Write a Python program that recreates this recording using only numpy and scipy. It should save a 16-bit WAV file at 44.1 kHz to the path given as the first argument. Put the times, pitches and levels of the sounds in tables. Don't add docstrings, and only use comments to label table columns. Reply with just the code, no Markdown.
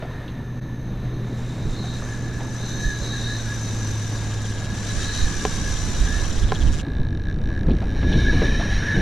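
import sys
import numpy as np
from scipy import signal
from scipy.fft import rfft, irfft, next_fast_len
from scipy.io import wavfile
from scipy.ndimage import uniform_filter1d, map_coordinates

SR = 44100
rng = np.random.default_rng(int(sys.argv[2]) if len(sys.argv) > 2 else 0)


def dump(signal):
    limited = np.clip(np.atleast_2d(signal).T, -1, 1)
    pcm = np.round(limited * 32767).astype(np.int16)
    wavfile.write(sys.argv[1], SR, pcm)


N = 397341

# time in seconds, clicks per second.
HAND_SPEED = [(0, 460), (4.6, 399), (6.2, 637), (6.82, 55), (7, 63), (7.18, 40), (7.31, 76), (7.39, 30),
              (7.54, 90), (7.66, 22), (7.73, 62), (7.82, 50), (7.96, 131), (8.2, 547), (9, 714)]
# time in seconds, spool ring in dB, pawl spring in dB.
HAND_LEVELS = [(.15, -48, -56.5), (.55, -51, -61.5), (1.6, -55.5, -49.5), (2, -45.5, -52),
               (3.7, -44.5, -46), (4.4, -45.5, -48), (5.15, -38.5, -46.5), (6.15, -45.5, -42.5),
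               (6.9, -44.5, -52), (7.45, -51, -54.5), (7.85, -45.5, -54.5), (8.2, -31, -37.5),
               (9, -33, -42.5)]
# time in seconds, pitch in Hz.
SPOOL_PITCH = [(.8, 1733), (2.2, 1685), (7.8, 1667), (9, 1718)]
# time in seconds, level in dB.
RATTLE_LEVEL = [(1.5, -70), (6.85, -61.5), (7.87, -56), (8.18, -41.5), (9.01, -38)]
# pitch in Hz, width in Hz, level in dB.
SPRING_RING = [(3688, 130, 26), (3988, 290, 22.5)]
HAND_BODY_RING = [(2300, 300, 2), (3070, 170, 3.5), (5650, 310, 0), (11000, 230, -22)]
# middle in seconds, length in seconds, boost in dB.
TUGS = [(2.12, 0.064, 6.5), (2.35, 0.048, 8), (2.88, 0.2, 12.5), (3.16, 0.095, 10.5), (3.32, 0.1, 10),
        (3.52, 0.086, 7), (5.68, 0.082, 6), (6.15, 0.21, 11.5), (7.292, .095, 8.9), (7.54, 0.16, 12.5),
        (8.29, 0.043, 10), (8.91, 0.11, 7)]
LUNGES = [(1.87, .28, 9), (2.78, .38, 8.5), (3.2, .44, 11), (4.9, .07, 7.5), (5.13, .27, 11)]
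# time in seconds, pitch in Hz, level in dB.
LINE_HUM = [(0.0, 124.1, -36.5), (1, 121.7, -29), (2.87, 118.4, -31.5), (3.92, 107.4, -27.5),
            (4.98, 105.2, -30), (5.45, 98.8, -35.5), (6.7, 96.6, -32.5)]
# time in seconds, buffet in dB, rush in dB.
WIND_LEVELS = [(0, -37, -35.5), (1.2, -34, -31.5), (4.7, -34, -33.5), (6, -23.5, -30.5), (6.9, -26, -31),
               (7.9, -21, -27.5), (8.3, -17, -21.5), (8.85, -25, -32)]
# middle in seconds, length in seconds, buffet boost in dB, rush boost in dB.
GUSTS = [(1.68, .12, 10, 0.5), (2.87, 0.089, 12, 2.5), (4.97, 0.073, 11.5, -1), (5.23, 0.09, 14, 0),
         (6.01, 0.079, 8, 1), (6.44, 0.1, 10, 1.5), (6.69, 0.14, 11, 1), (7, 0.061, 9.5, 4.5),
         (7.7, .08, 7.5, 12.5), (8.13, 0.12, 3.5, 4.5), (8.98, 0.091, 5, 15)]
# time in seconds, level in dB.
WASH_LEVEL = [(0.0, -41), (0.58, -47), (1.4, -41.5), (6.52, -39), (7.2, -48.5), (8.4, -38)]
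# start in seconds, level in dB, bubble pitch in Hz.
SLOPS = [(0.023, -24, 587), (1.84, -27, 682), (2.02, -31, 1140), (2.405, -27, 840), (7.683, -26, 482),
         (7.818, -25, 616), (8.028, -22, 284), (8.118, -26, 330), (8.325, -22, 290), (8.417, -15, 421.2),
         (8.596, -19, 610)]
# frequency in Hz, relative level in dB.
HAND_RASP_TONE = [(400, -26), (1100, -17), (2500, -7), (4400, -6.5), (6400, -3), (7600, -20),
                  (10000, -18.5), (14000, -47)]
BUFFET_TONE = [(12, -7), (28, -4), (70, -8), (140, -22.5), (2400, -120)]
RUSH_TONE = [(40, -7), (150, -1), (300, -8.5), (520, -20.5), (2000, -51.5), (9000, -120)]
WASH_TONE = [(420, 1), (1100, -5), (2000, -9), (15000, -42)]
HOLDER_RASP_TONE = [(400, -17), (1100, 7.5), (3000, 3), (4800, 4.5), (5750, 8.5), (6600, 4), (7400, 4.5),
                    (8100, -1.5), (9500, -2), (10700, -17.5), (15000, -45)]
HIGH_HISS_TONE = [(5000, -38), (11800, 9), (15500, -8)]
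# start in seconds, level in dB.
TICKS = [(.28, -41), (7.706, -39), (8.128, -29.5)]
# pitch in Hz, width in Hz, level in dB.
TICK_RING = [(2840, 1000, -2), (3900, 750, -2)]
HOLDER_BODY_RING = [(6100, 230, 5.5), (11600, 250, -18)]
HOLDER_PAWL_RING = [(7116, 190, -2.5)]
ROTOR_RING = [(3050, 520, 0)]
# time in seconds, clicks per second.
HOLDER_SPEED = [(1.6, 560), (2.02, 930), (2.3, 300), (2.78, 630), (3.95, 380), (4.3, 240), (4.69, 140),
                (5, 650), (6.2, 450), (6.5, 115), (6.82, 160)]
# time in seconds, ring in dB, rasp in dB.
HOLDER_LEVELS = [(0, -66, -80), (1.1, -61, -73), (1.4, -62.5, -53), (2, -51.5, -49), (2.4, -50.5, -46.5),
                 (2.78, -40.5, -45), (3.1, -44.5, -43.5), (3.85, -39.5, -40.5), (4.6, -45, -38),
                 (5.2, -40.5, -37), (6.2, -40.5, -37.5), (6.8, -46, -37)]
# time in seconds, turns per second.
ROTOR_SPEED = [(4.8, 15.1), (4.92, 16.4)]
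# time in seconds, level in dB.
ROTOR_LEVEL = [(3, -80), (4.2, -48), (6.2, -43), (6.4, -40)]
# start in seconds, level in dB.
KNOCKS = [(5.451, -18.5), (6.52, -17.5)]
# pitch in Hz, level in dB, seconds to fade by 60 dB.
HULL_NOTES = [(421, 9, 0.075), (751, 8, 0.038), (1022, 8, 0.03), (1400, 6.5, 0.011), (1720, 5, 0.014)]
# time in seconds, width from 0 (mono) to 1.
STEREO_WIDTH = [(1.1, 0), (2.2, 0.34), (6.8, 0.49), (6.85, 0)]
# middle in seconds, length in seconds, change in dB.
LEVEL_DIP = [(.606, 0.012, -15)]

TEETH_PER_TURN = 8.3
SLOW_CLICK_S = 6.831


def amp(db):
    return 10 ** (np.asarray(db) / 20)


def unit(x):
    return x / np.sqrt(np.mean(x ** 2) + 1e-20)


def steady(x, size):
    return x / np.sqrt(np.abs(uniform_filter1d(x ** 2, size=size)) + 1e-9)


def noise():
    return rng.standard_normal(N)


def curves(rows):
    times, *columns = np.transpose(rows)
    return [np.interp(np.arange(N) / SR, times, column) for column in columns]


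def swells(rows, order=2):
    t = np.arange(0, N + 32, 32) / SR
    middle, length, *columns = np.transpose(rows)
    bumps = np.exp(-np.abs(2 * (t - middle[:, None]) / length[:, None]) ** order)
    return curves(np.transpose([t] + [column @ bumps for column in columns]))


def wobble(rate):
    steps = np.arange(0, N + 32, 32)
    knots = rng.standard_normal(int(N * rate / SR) + 4)
    return np.interp(np.arange(N), steps, map_coordinates(knots, [steps * rate / SR]))


def filtered(x, response):
    size = next_fast_len(N + SR // 2)
    return irfft(rfft(x, size) * response(np.fft.rfftfreq(size, 1 / SR)), size)[..., :N]


def coloured(x, tone):
    freqs, db = np.transpose(tone)
    return unit(filtered(x, lambda hz: amp(np.interp(np.log(hz + 1), np.log(freqs), db))))


def dull(x, edge_hz, order):
    return filtered(x, lambda hz: 1 / np.sqrt(1 + (hz / edge_hz) ** (2 * order)))


def resonate(x, rings):
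    def response(f):
        return sum((-1) ** k * amp(db) * (1 + 1j * (f - hz * hz / (f + 1e-3)) / (1.55 * width)) ** -2
                   for k, (hz, width, db) in enumerate(rings))
    return unit(filtered(x, response))


def shifted(x, hz):
    return np.real(signal.hilbert(x) * np.exp(2j * np.pi * np.cumsum(hz) / SR))


def place(mid, side, lean=0):
    apart = curves(STEREO_WIDTH)[0] * (side + lean * mid)
    return np.array([mid + apart, mid - apart])


def ratchet(rate, tick_db, snap_s, sway_db, scrape, skid):
    teeth = np.cumsum(rate * (1 + skid * rate / 600 * wobble(150))) / SR
    teeth = teeth - teeth[round(SLOW_CLICK_S * SR)]
    ticks = np.diff(np.floor(teeth), prepend=np.floor(teeth[0])) * np.sqrt(SR * snap_s / 2)
    chatter = (np.exp(-(teeth % 1) / rate / snap_s) + scrape) * noise()
    flick = np.sqrt(np.minimum(rate, 90))
    sway = amp(sway_db * np.sin(2 * np.pi * teeth / TEETH_PER_TURN) + wobble(20))
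    return steady(flick * (amp(tick_db) * ticks + chatter) * sway, size=SR // 5)


def spool_song(rate, tug_db):
    sag_hz = 104.8 * tug_db * np.exp(1.5 - tug_db)
    hz = curves(SPOOL_PITCH)[0] - sag_hz + 30 * wobble(24)
    angle = 2 * np.pi * np.cumsum(rate) / SR / TEETH_PER_TURN
    note = np.sin(2 * np.pi * np.cumsum(hz) / SR + 0.56 * np.sin(angle))
    return unit(note * (1 + .5 * np.cos(angle)))


def hand_reel(spool_hz=1690, clicks_per_lunge_db=20):
    tug_db, lunge_db = swells(TUGS)[0], swells(LUNGES, order=6)[0]
    rate = curves(HAND_SPEED)[0] + clicks_per_lunge_db * lunge_db
    ring_db, spring_db = curves(HAND_LEVELS)
    ring_db, spring_db = ring_db + tug_db, spring_db + lunge_db
    tick_db = 3 + 10 * np.clip(1 - rate / 250, 0, 1)
    force = ratchet(rate, tick_db, snap_s=.0022, sway_db=1.2, scrape=.06, skid=.05)
    ring = steady(resonate(force, [(spool_hz, 90, 0)]), size=SR // 9)
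    ring = shifted(ring, curves(SPOOL_PITCH)[0] - spool_hz)
    song_share = np.clip(rate / 310 - .5, 0, 1) * np.clip(1 - .8 * amp(-tug_db), 0, 1)
    ring = np.sqrt(1 - song_share) * ring + np.sqrt(song_share) * spool_song(rate, tug_db)
    spring = shifted(resonate(force, SPRING_RING), 5 * lunge_db + 40 * wobble(20))
    body_db = np.minimum(curves(RATTLE_LEVEL)[0], spring_db + 1.5)
    body = resonate(force, HAND_BODY_RING) + amp(-4) * coloured(force, HAND_RASP_TONE)
    mid = amp(ring_db + wobble(9.8)) * ring + amp(spring_db) * spring + amp(body_db) * body
    return place(mid, amp(spring_db - 2.5) * resonate(noise(), SPRING_RING))


def line_hum():
    hz, db = curves(LINE_HUM)
    phase = 2 * np.pi * np.cumsum(hz * (1 + 0.0055 * wobble(14))) / SR
    note = np.sqrt(2) * (np.sin(phase) + amp(-17) * np.sin(2 * phase))
    return place(amp(db + 0.79 * wobble(4.1)) * note, 0)


def wind():
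    buffet_db, rush_db = np.add(curves(WIND_LEVELS), swells(GUSTS))
    buffet = place(coloured(noise(), BUFFET_TONE), amp(-6) * coloured(noise(), BUFFET_TONE), lean=-0.66)
    rush_side = amp(-14) * coloured(noise(), RUSH_TONE)
    rush_db += 1.65 * wobble(22)
    rush = place(coloured(noise(), RUSH_TONE), rush_side, lean=-0.095)
    return amp(buffet_db) * buffet + amp(rush_db) * rush


def bubble(t, hz, cycles):
    age = t * hz / cycles
    note = np.sin(2 * np.pi * hz * t * (1 + 0.042 * np.minimum(age, 4)))
    return note * np.exp(-age) * (1 - np.exp(-t * hz))


def water(small_bubbles=900, bubbles_per_slop=6, scatter_s=0.018):
    level = amp(curves(WASH_LEVEL)[0])
    t = np.arange(SR // 8) / SR
    bubbles, gulps, splash = np.zeros((3, N + SR))
    for when, pitch, strength in rng.random((small_bubbles, 3)):
        bubbles[int(when * N):][:len(t)] += amp(13 * strength ** 3) * bubble(t, 420 * 4 ** pitch, 4)
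    for start, db, hz in SLOPS:
        gulps[round(start * SR):][:len(t)] += amp(db) * bubble(t, hz, cycles=5)
        for lateness, pitch, softness in rng.random((bubbles_per_slop, 3)):
            delay = -scatter_s * np.log(1 - lateness)
            follower = amp(db - 0.5 - 10 * softness) * bubble(t, hz * 2 ** (pitch - .3), cycles=2.6)
            gulps[round((start + delay) * SR):][:len(t)] += follower
        splash[round(start * SR):][:len(t)] += amp(db - 8.5) * np.exp(-t / scatter_s)
    wash = amp(wobble(14)) * coloured(noise(), WASH_TONE) + amp(-10) * unit(bubbles[:N])
    slops = dull(gulps[:N] + splash[:N] * coloured(noise(), WASH_TONE), 4800, order=6)
    return place(level * wash + slops, level * amp(-7) * coloured(noise(), WASH_TONE))


def tackle_ticks(fade_s=0.015):
    taps, t = np.zeros(N + SR), np.arange(SR // 16) / SR
    for start, db in TICKS:
        taps[round(start * SR):][:len(t)] += amp(db) * np.exp(-t / fade_s)
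    return place(taps[:N] * resonate(noise(), TICK_RING), 0)


def holder_reel(stop_s=6.82, usual_rate=510, db_per_doubling=3, sink_hz_per_s=42, in_tune_s=3.2):
    t = np.arange(N) / SR
    rate = curves(HOLDER_SPEED)[0]
    ring_db, rasp_db = curves(HOLDER_LEVELS) + db_per_doubling * np.log2(rate / usual_rate)
    running = np.clip((stop_s - t) / .006 + .5, 0, 1)
    warble_hz = 50 * wobble(22)
    drift_hz = sink_hz_per_s * (in_tune_s - t)

    def whine():
        force = ratchet(rate, tick_db=2, snap_s=.0011, sway_db=1.9, scrape=.36, skid=.022)
        pawl = shifted(resonate(force, HOLDER_PAWL_RING), warble_hz) * amp(-10 + 1.1 * wobble(16))
        rasp = coloured(force, HOLDER_RASP_TONE) + pawl
        ring = shifted(resonate(force, HOLDER_BODY_RING), drift_hz + warble_hz / 2)
        return running * (amp(ring_db + 0.64 * wobble(14)) * ring + amp(rasp_db) * rasp)
    mid = whine() + amp(-70) * running * coloured(noise(), HIGH_HISS_TONE)
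    hiss = running * coloured(noise(), HIGH_HISS_TONE)
    fine_hiss = amp(-69.5) * (hiss - dull(hiss, 11200, order=16))
    side = dull(amp(1) * whine() + 0.39 * mid, 8100, order=12)
    return place(mid, side) + np.array([fine_hiss, -fine_hiss])


def rotor(last_rub_s=6.802, fall_hz_per_turn=900):
    turns = np.cumsum(curves(ROTOR_SPEED)[0]) / SR
    turns = turns - turns[round(last_rub_s * SR)]
    rubbing = np.cos(np.pi * turns) ** 4 * (turns < .5)
    ring = resonate(noise(), ROTOR_RING)
    chirp = shifted(ring, fall_hz_per_turn * (.5 - (turns + .5) % 1 + .2 * wobble(10)))
    return place(amp(curves(ROTOR_LEVEL)[0] + 2 * wobble(10)) * rubbing * chirp, 0, lean=0.33)


def hull_knocks(bounce_s=.0037):
    knocks, t = np.zeros(N + SR), np.arange(SR // 8) / SR
    for start, db in KNOCKS:
        for delay, blow_db in [(0, -6), (bounce_s, -15)]:
            ring = 0
            for k, (hz, note_db, fade_s) in enumerate(HULL_NOTES):
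                fade = amp(note_db + rng.normal(0, 1) - 60 * t / fade_s)
                ring += (-1) ** k * fade * np.sin(2 * np.pi * hz * t)
            crack = 4.1 * amp(-60 * t / 0.0093) * rng.standard_normal(len(t))
            knocks[round((start + delay) * SR):][:len(t)] += amp(db + blow_db) * (ring + crack)
    return place(dull(knocks[:N], 5000, order=6), 0)


def scene():
    reels = hand_reel() + holder_reel() + rotor()
    return reels + line_hum() + wind() + water() + hull_knocks() + tackle_ticks()


def record(dry):
    return filtered(dry * amp(swells(LEVEL_DIP)[0]), lambda hz: hz < 15700)


dry = scene()
out = record(dry)
dump(out)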